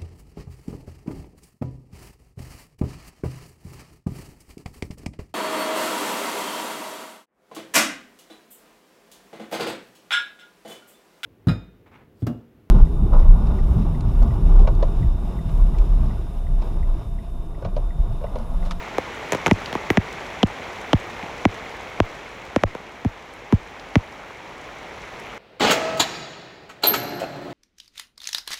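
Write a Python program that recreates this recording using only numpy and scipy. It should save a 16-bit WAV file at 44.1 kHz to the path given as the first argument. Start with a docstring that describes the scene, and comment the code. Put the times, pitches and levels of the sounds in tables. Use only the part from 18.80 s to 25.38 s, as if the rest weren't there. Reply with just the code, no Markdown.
"""A yard in heavy rain, heard from beside a wall with potted plants.
Far rain is a wash of shaped noise; nearer drops are short rings that patter on leaves and paving.
Light drops tick as brief bursts of noise. Big drips land right by the microphone, some splattering
into fragments: a sharp slap, a knock and ping, a falling thud and scattered droplets.
A limiter briefly turns everything down at the loud hits, so they duck the rain."""
import sys
import numpy as np
from scipy import signal
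from scipy.fft import rfft, irfft
from scipy.io import wavfile
from scipy.ndimage import uniform_filter1d, minimum_filter1d

SR = 44100
rng = np.random.default_rng(int(sys.argv[2]) if len(sys.argv) > 2 else 0)


def to_wav(sig):
    """Store sig (one row per channel, or 1-D mono) as 16-bit WAV at the path in sys.argv[1].

    Samples outside -1..1 are clipped; the rate is SR.
    """
    pcm = np.clip(np.atleast_2d(sig), -1, 1) * 32767
    pcm = np.round(pcm).astype(np.int16)
    wavfile.write(sys.argv[1], SR, pcm.T)  # frames by channels


N = 290173  # length in samples


def amp(db):
    """Turns decibels into gain."""
    return 10 ** (np.asarray(db) / 20)


def unit(x):
    """Scales a sound to rms 1."""
    return x / np.sqrt(np.mean(x ** 2) + 1e-20)


def colour(points, hz):
    """Reads the gain at each pitch from a colour table, joined on a log-frequency axis."""
    point_hz, point_db = np.transpose(points)
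    return amp(np.interp(np.log(hz + 1), np.log(point_hz), point_db))


def shaped(x, points):
    """Gives a sound the colour of a table, at rms 1."""
    gain = colour(points, np.fft.rfftfreq(N, 1 / SR))
    return unit(irfft(rfft(x) * gain, N))


def add(mix, start_s, sound):
    """Mixes a sound in at a given time."""
    start = max(round(start_s * SR), 0)
    part = mix[start:][:len(sound)]
    part += sound[:len(part)]


def resonance(hz, centre_hz, q):
    """Frequency response of one damped resonance, gain 1 at its centre."""
    return 1 / (1 + 1j * q * (hz / centre_hz - centre_hz / (hz + 1e-6)))


# How strong the rain is over time: time_s, level_db
RAIN_STRENGTH = [(0.0, -34), (0.24, -33.5), (0.62, -32), (1.67, -34), (2.36, -34), (2.95, -35), (4.31, -41),
                 (5.0, -39.5), (5.44, -39.5), (6.58, -36)]


def rain_db(s):
    """Strength of the rain at time s; wash, hiss and stray light drops all follow it."""
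    return np.interp(s, *np.transpose(RAIN_STRENGTH))


def patter(per_s, spread_db, low_hz, high_hz, cycles, count=28):
    """Countless drops of random size, each a short ring at the pitch of the spot it hits."""
    chance = rng.random(N)
    size = np.minimum(rng.exponential(1, N), 5)
    spot = rng.integers(0, count, N)
    hits = (chance < per_s / SR) * amp(spread_db * size) * rng.choice([-1, 1], N)
    t, out = np.arange(512) / SR, np.zeros(N)
    for k, hz in enumerate(np.geomspace(low_hz, high_hz, count)):
        ring = np.sin(2 * np.pi * hz * t) * np.exp(-hz * t / cycles)  # fades over the given cycles
        out += signal.oaconvolve(hits * (spot == k), unit(ring))[:N]
    return unit(out)


# Colour of the low wash of rain: pitch_hz, level_db (per Hz, relative)
WASH_COLOUR = [(25, -19), (45, 3), (80, -2.5), (150, -3.5), (260, -3.5), (450, 0.5), (830, -1.5),
               (1150, -4.5), (1600, -7), (2200, -3.5), (2700, -10.5), (3400, -14), (4600, -27.5),
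               (7000, -43)]
# Colour of the high hiss of rain: pitch_hz, level_db (per Hz, relative)
HISS_COLOUR = [(1500, -8.5), (3000, 1), (4000, 5.5), (4800, -1), (5700, 2.5), (7200, -2.5), (8400, -11.5),
               (9500, -20), (10500, -8.5), (11500, -15.5), (13500, -21), (15500, -49), (16500, -36)]


def rain(wash_db=-0.45, hiss_db=-16.5, plops_db=-5, fizz_db=-4, ticks_db=-38):
    """Far drops merge into noise; nearer ones are plops on the ground, fizz and fine ticks on leaves."""
    far_wash, far_hiss = rng.standard_normal((2, N))
    plops = patter(per_s=1000, spread_db=3.0, low_hz=780, high_hz=4420, cycles=2.9)
    fizz = patter(per_s=890, spread_db=1.5, low_hz=5470, high_hz=15000, cycles=0.47)
    ticks = patter(per_s=70, spread_db=2.5, low_hz=11000, high_hz=15600, cycles=2.4, count=10)
    wash = unit(shaped(far_wash, WASH_COLOUR) + amp(plops_db) * shaped(plops, WASH_COLOUR))
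    hiss = unit(shaped(far_hiss, HISS_COLOUR) + amp(fizz_db) * shaped(fizz, HISS_COLOUR))
    layers = amp(wash_db) * wash + amp(hiss_db) * hiss + amp(ticks_db) * ticks
    return amp(rain_db(np.arange(N) / SR)) * layers


# Stray light drops: how often, level relative to the rain, and range of pitch
TAPS_PER_S, TAP_DB, TAP_SPREAD_DB = 18, -11.5, 1
TAP_LOW_HZ, TAP_HIGH_HZ = 3000, 6000


def stray_taps(count=200):
    """Light drops at random moments, levels and pitches: rows of start_s, level_db, centre_hz."""
    wait, weight, spot = rng.random((count, 3)).T
    start_s = np.cumsum(-np.log(1 - wait)) / TAPS_PER_S  # random waits, as in steady rain
    level_db = rain_db(start_s) + TAP_DB + TAP_SPREAD_DB * (2 * weight - 1)
    centre_hz = TAP_LOW_HZ * (TAP_HIGH_HZ / TAP_LOW_HZ) ** spot
    return [row for row in zip(start_s, level_db, centre_hz) if row[0] < N / SR]


# Ticks of light drops; those near 13 kHz are the treble tick of a big drip:
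# start_s, level_db (before the level shared by all taps), centre_hz
TIMED_TAPS = [(.1825, -44, 13200), (.572, -40, 5000), (0.7317, -22.5, 5770), (.8593, -25.5, 3800),
              (0.9377, -39.5, 4060), (1.106, -31, 13100), (1.328, -39, 5760), (1.6715, -41, 6400),
              (2.015, -43, 7000), (2.201, -46, 7000), (2.744, -43, 6400), (4.5376, -49, 8450),
              (4.9968, -38, 4000), (6.399, -47, 8400)]


def taps(level_db=-1, snap_s=0.0017, spray_db=-19, spray_s=0.027, octaves=0.53, size=2048):
    """A tick snaps and leaves a little spray: one burst of noise with a fast and a slow fade."""
    out, t, hz = np.zeros(N), np.arange(size) / SR, np.fft.rfftfreq(size, 1 / SR)
    for start_s, tap_db, centre_hz in TIMED_TAPS + stray_taps():
        octaves_away = np.log2((hz + 1) / centre_hz)
        band = np.exp(-.5 * (octaves_away / octaves) ** 2) / (1 + hz / centre_hz)
        noise = irfft(rfft(rng.standard_normal(size)) * band)
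        tap = noise * (np.exp(-t / snap_s) + amp(spray_db) * np.exp(-t / spray_s))
        first_moment = tap[:size // 32].std()  # the level is set on the snap
        add(out, start_s, amp(tap_db + level_db) * tap / first_moment)
    return out


def droplets(hz, fade_s, gap_s=.0034, spread_db=4, click_db=-1, click_hz=2500, click_q=0.086,
             click_fade=0.64, plop_db=6.0, plop_hz=720, plop_octaves=1.0, plop_q=3.3, count=10):
    """Spectrum of the droplets after a splash: each clicks and plops, and the clicks die away sooner."""
    when, weight, side, spot = rng.random((count, 4)).T[:, :, None]
    delay_s = np.maximum(np.arange(count)[:, None] + when - .5, 0) * gap_s
    sizes = np.sign(side - .5) * amp(spread_db * (2 * weight - 2.5))
    click_level = amp(click_db) * np.exp(-delay_s / fade_s / click_fade)
    click = click_level * resonance(hz, click_hz, click_q)
    spot_hz = plop_hz * 2 ** (plop_octaves * (2 * spot - 1))
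    plop = amp(plop_db) * np.exp(-delay_s / fade_s) * resonance(hz, spot_hz, plop_q)
    return (sizes * (click + plop) * np.exp(-2j * np.pi * delay_s * hz)).sum(0)


SLAP_HZ, SLAP_DB_PER_OCTAVE = 4000, 9  # brightness of a 0 dB slap; a harder one is duller
SLAP_LOW_HZ = 186  # a slap is too brief to carry bass
THUD_LAG_CYCLES = 0.689  # the thud follows the slap by this share of its own period
SPRAY_FADE_S = 0.025  # how long a 0 dB spray lingers; a weaker one ends sooner
# each hit lands in two parts: size and range of delay of the second
SECOND_SHARE, SECOND_EARLY_S, SECOND_LATE_S = 0.29, 0.001166, 0.00407

# Colour shared by all big drips: pitch_hz, level_db (relative)
SPLASH_COLOUR = [(25, 0), (60, -1), (140, -0.85), (200, 4), (700, -5.5), (1300, -8.5), (2100, -9),
                 (3300, -13.5), (4700, -22), (5800, -17.5), (7200, -23), (9000, -32.5), (10500, -26.5),
                 (15000, -36.5)]
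# Big drips, and the fragments of two that splatter; each row has its own thud, knock and ping.
# Levels are before the shared colour and level:
# start_s, slap_db, thud_db, thud_hz, knock_db, knock_hz, ping_db, ping_hz, spray_db
BIG_DRIPS = [ (0.183, -15, -9, 310, 3, 514, 3, 770, -14), (0.5217, -8.5, -28, 500, -8, 1160, 4.5, 7000, -6),
             (0.5312, -15.5, -10, 350, 0.5, 790, -10, 2400, -8),
             (0.5467, -29, -5.5, 375, -1, 766, -22, 1500, -7),
             (0.6621, -10, -12, 506, 4.5, 850, 8, 2240, -17),
             (0.6677, -5, 1, 326, 3.5, 1220, 1.5, 6200, -7),
             (0.6798, -17, -1, 380, -1, 810, -13, 3200, -18),
             (0.7119, 4, 23.5, 171, 17.5, 780, 17, 2030, -3),
             (0.9281, -18, -29, 600, -10, 1700, -13, 3150, -16),
             (0.9524, -23, -5.5, 283, -2.5, 445, 4.5, 870, -35),
             (1.1028, 4.5, 9, 310, -6, 455, 9.5, 1930, -7.5), (1.1723, 3, 15, 179, 10, 705, 11.5, 1810, -9),
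             (1.6304, 6, 17, 189, 13.5, 644, 17.5, 3060, -31),
             (2.1315, 7, 15, 124, 9.5, 665, 11, 3000, -9.5),
             (2.428, -36, -13.5, 195, -28, 302, -11, 2210, -36),
             (2.653, 11, 21.5, 248, 21, 776, 15.5, 2020, -38),
             (3.202, 21.5, 9.5, 245, 17, 655, 4.5, 2340, -44),
             (3.7616, -9.5, 5, 264, 10.5, 570, -7, 1060, -32),
             (3.836, 22, 11.5, 283, 25.5, 570, 12, 1000, -48),
             (3.9505, -28, -24, 605, -4, 480, -8.5, 990, -40),
             (4.2482, -25, 6.5, 101.6, 1, 272, -3.5, 725, -35),
             (4.7245, -21.5, 13.5, 103, 8, 310, -0.5, 880, -26),
             (5.1556, 0, 12, 117.7, -8, 740, -0.5, 1940, -23),
             (5.506, -41, -35, 500, -30, 550, -11.5, 1130, -43)]


def drips(level_db=26, sweep_turns=1.2, sweep_end_hz=11.4, boom_hz=97, boom=0.69, boom_q=2.9,
          knock_q=3.35, ping_q=6.0, thud_q=0.53, echo=0.19, echo_s=0.00093, size=8192):
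    """First contact slaps, the spot knocks and pings, the bulk of the water thuds, droplets scatter."""
    out, hz = np.zeros(N), np.fft.rfftfreq(size, 1 / SR)
    lead_s = .008  # room before the hit
    # low notes arrive last, after sweep_turns / (hz + sweep_end_hz) seconds,
    # so each hit sweeps down into a short boom
    sweep = np.exp(-2j * np.pi * (sweep_turns * np.log(1 + hz / sweep_end_hz) + hz * lead_s))
    boomy = 1 + boom * resonance(hz, boom_hz, boom_q)
    body = amp(level_db) * colour(SPLASH_COLOUR, hz) * sweep * boomy
    # a quick echo off the wall follows the thud and hollows out its colour
    wall_echo = (1 + echo * np.exp(-2j * np.pi * hz * echo_s)) / (1 + echo / 2)
    for start_s, slap_db, thud_db, thud_hz, knock_db, knock_hz, ping_db, ping_hz, spray_db in BIG_DRIPS:
        bright_hz = SLAP_HZ / 2 ** (slap_db / SLAP_DB_PER_OCTAVE)
        slap = amp(slap_db) * hz / (hz - 1j * SLAP_LOW_HZ) / (1 + 1j * hz / bright_hz) ** 2
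        late = np.exp(-2j * np.pi * hz * THUD_LAG_CYCLES / thud_hz)
        thud = amp(thud_db) * late * wall_echo * resonance(hz, thud_hz, thud_q) ** 2
        knock = amp(knock_db) * resonance(hz, knock_hz, knock_q)
        ping = amp(ping_db) * resonance(hz, ping_hz, ping_q)
        spray = amp(spray_db) * droplets(hz, SPRAY_FADE_S * amp(spray_db))
        second_delay_s = rng.uniform(SECOND_EARLY_S, SECOND_LATE_S)
        second = SECOND_SHARE * np.exp(-2j * np.pi * hz * second_delay_s)
        contact = (slap + knock + ping) * (1 + second)
        add(out, start_s - lead_s, irfft(body * (contact + thud + spray)))
    return out


def scene():
    """Rain all round, drips at the microphone, light taps nearby."""
    return (rain() + drips() + taps())[None]


def limiter(x, release_s=0.014, hold_size=530, ahead_size=22):
    """Turns down just ahead of each peak, holds for a moment, then lets go; sizes are in samples."""
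    ceiling = .63
    needed = np.minimum(1, ceiling / (abs(x) + 1e-9))
    cut = 1 - minimum_filter1d(needed, hold_size, origin=hold_size // 2 - ahead_size)
    # the cut may rise at once but dies away only at the release rate
    fall = np.arange(N) / SR / release_s
    cut = np.exp(np.maximum.accumulate(np.log(cut + 1e-9) + fall) - fall)
    return x * (1 - uniform_filter1d(cut, ahead_size))


def record(dry):
    """The limiter tames the peaks, then a low-pass removes the very top of the treble."""
    edge_hz = 16300
    low_pass = signal.firwin(255, edge_hz, window=("kaiser", 9), fs=SR)
    return signal.oaconvolve(limiter(dry[0]), low_pass, "same")[None]


dry = scene()
out = record(dry)
to_wav(out)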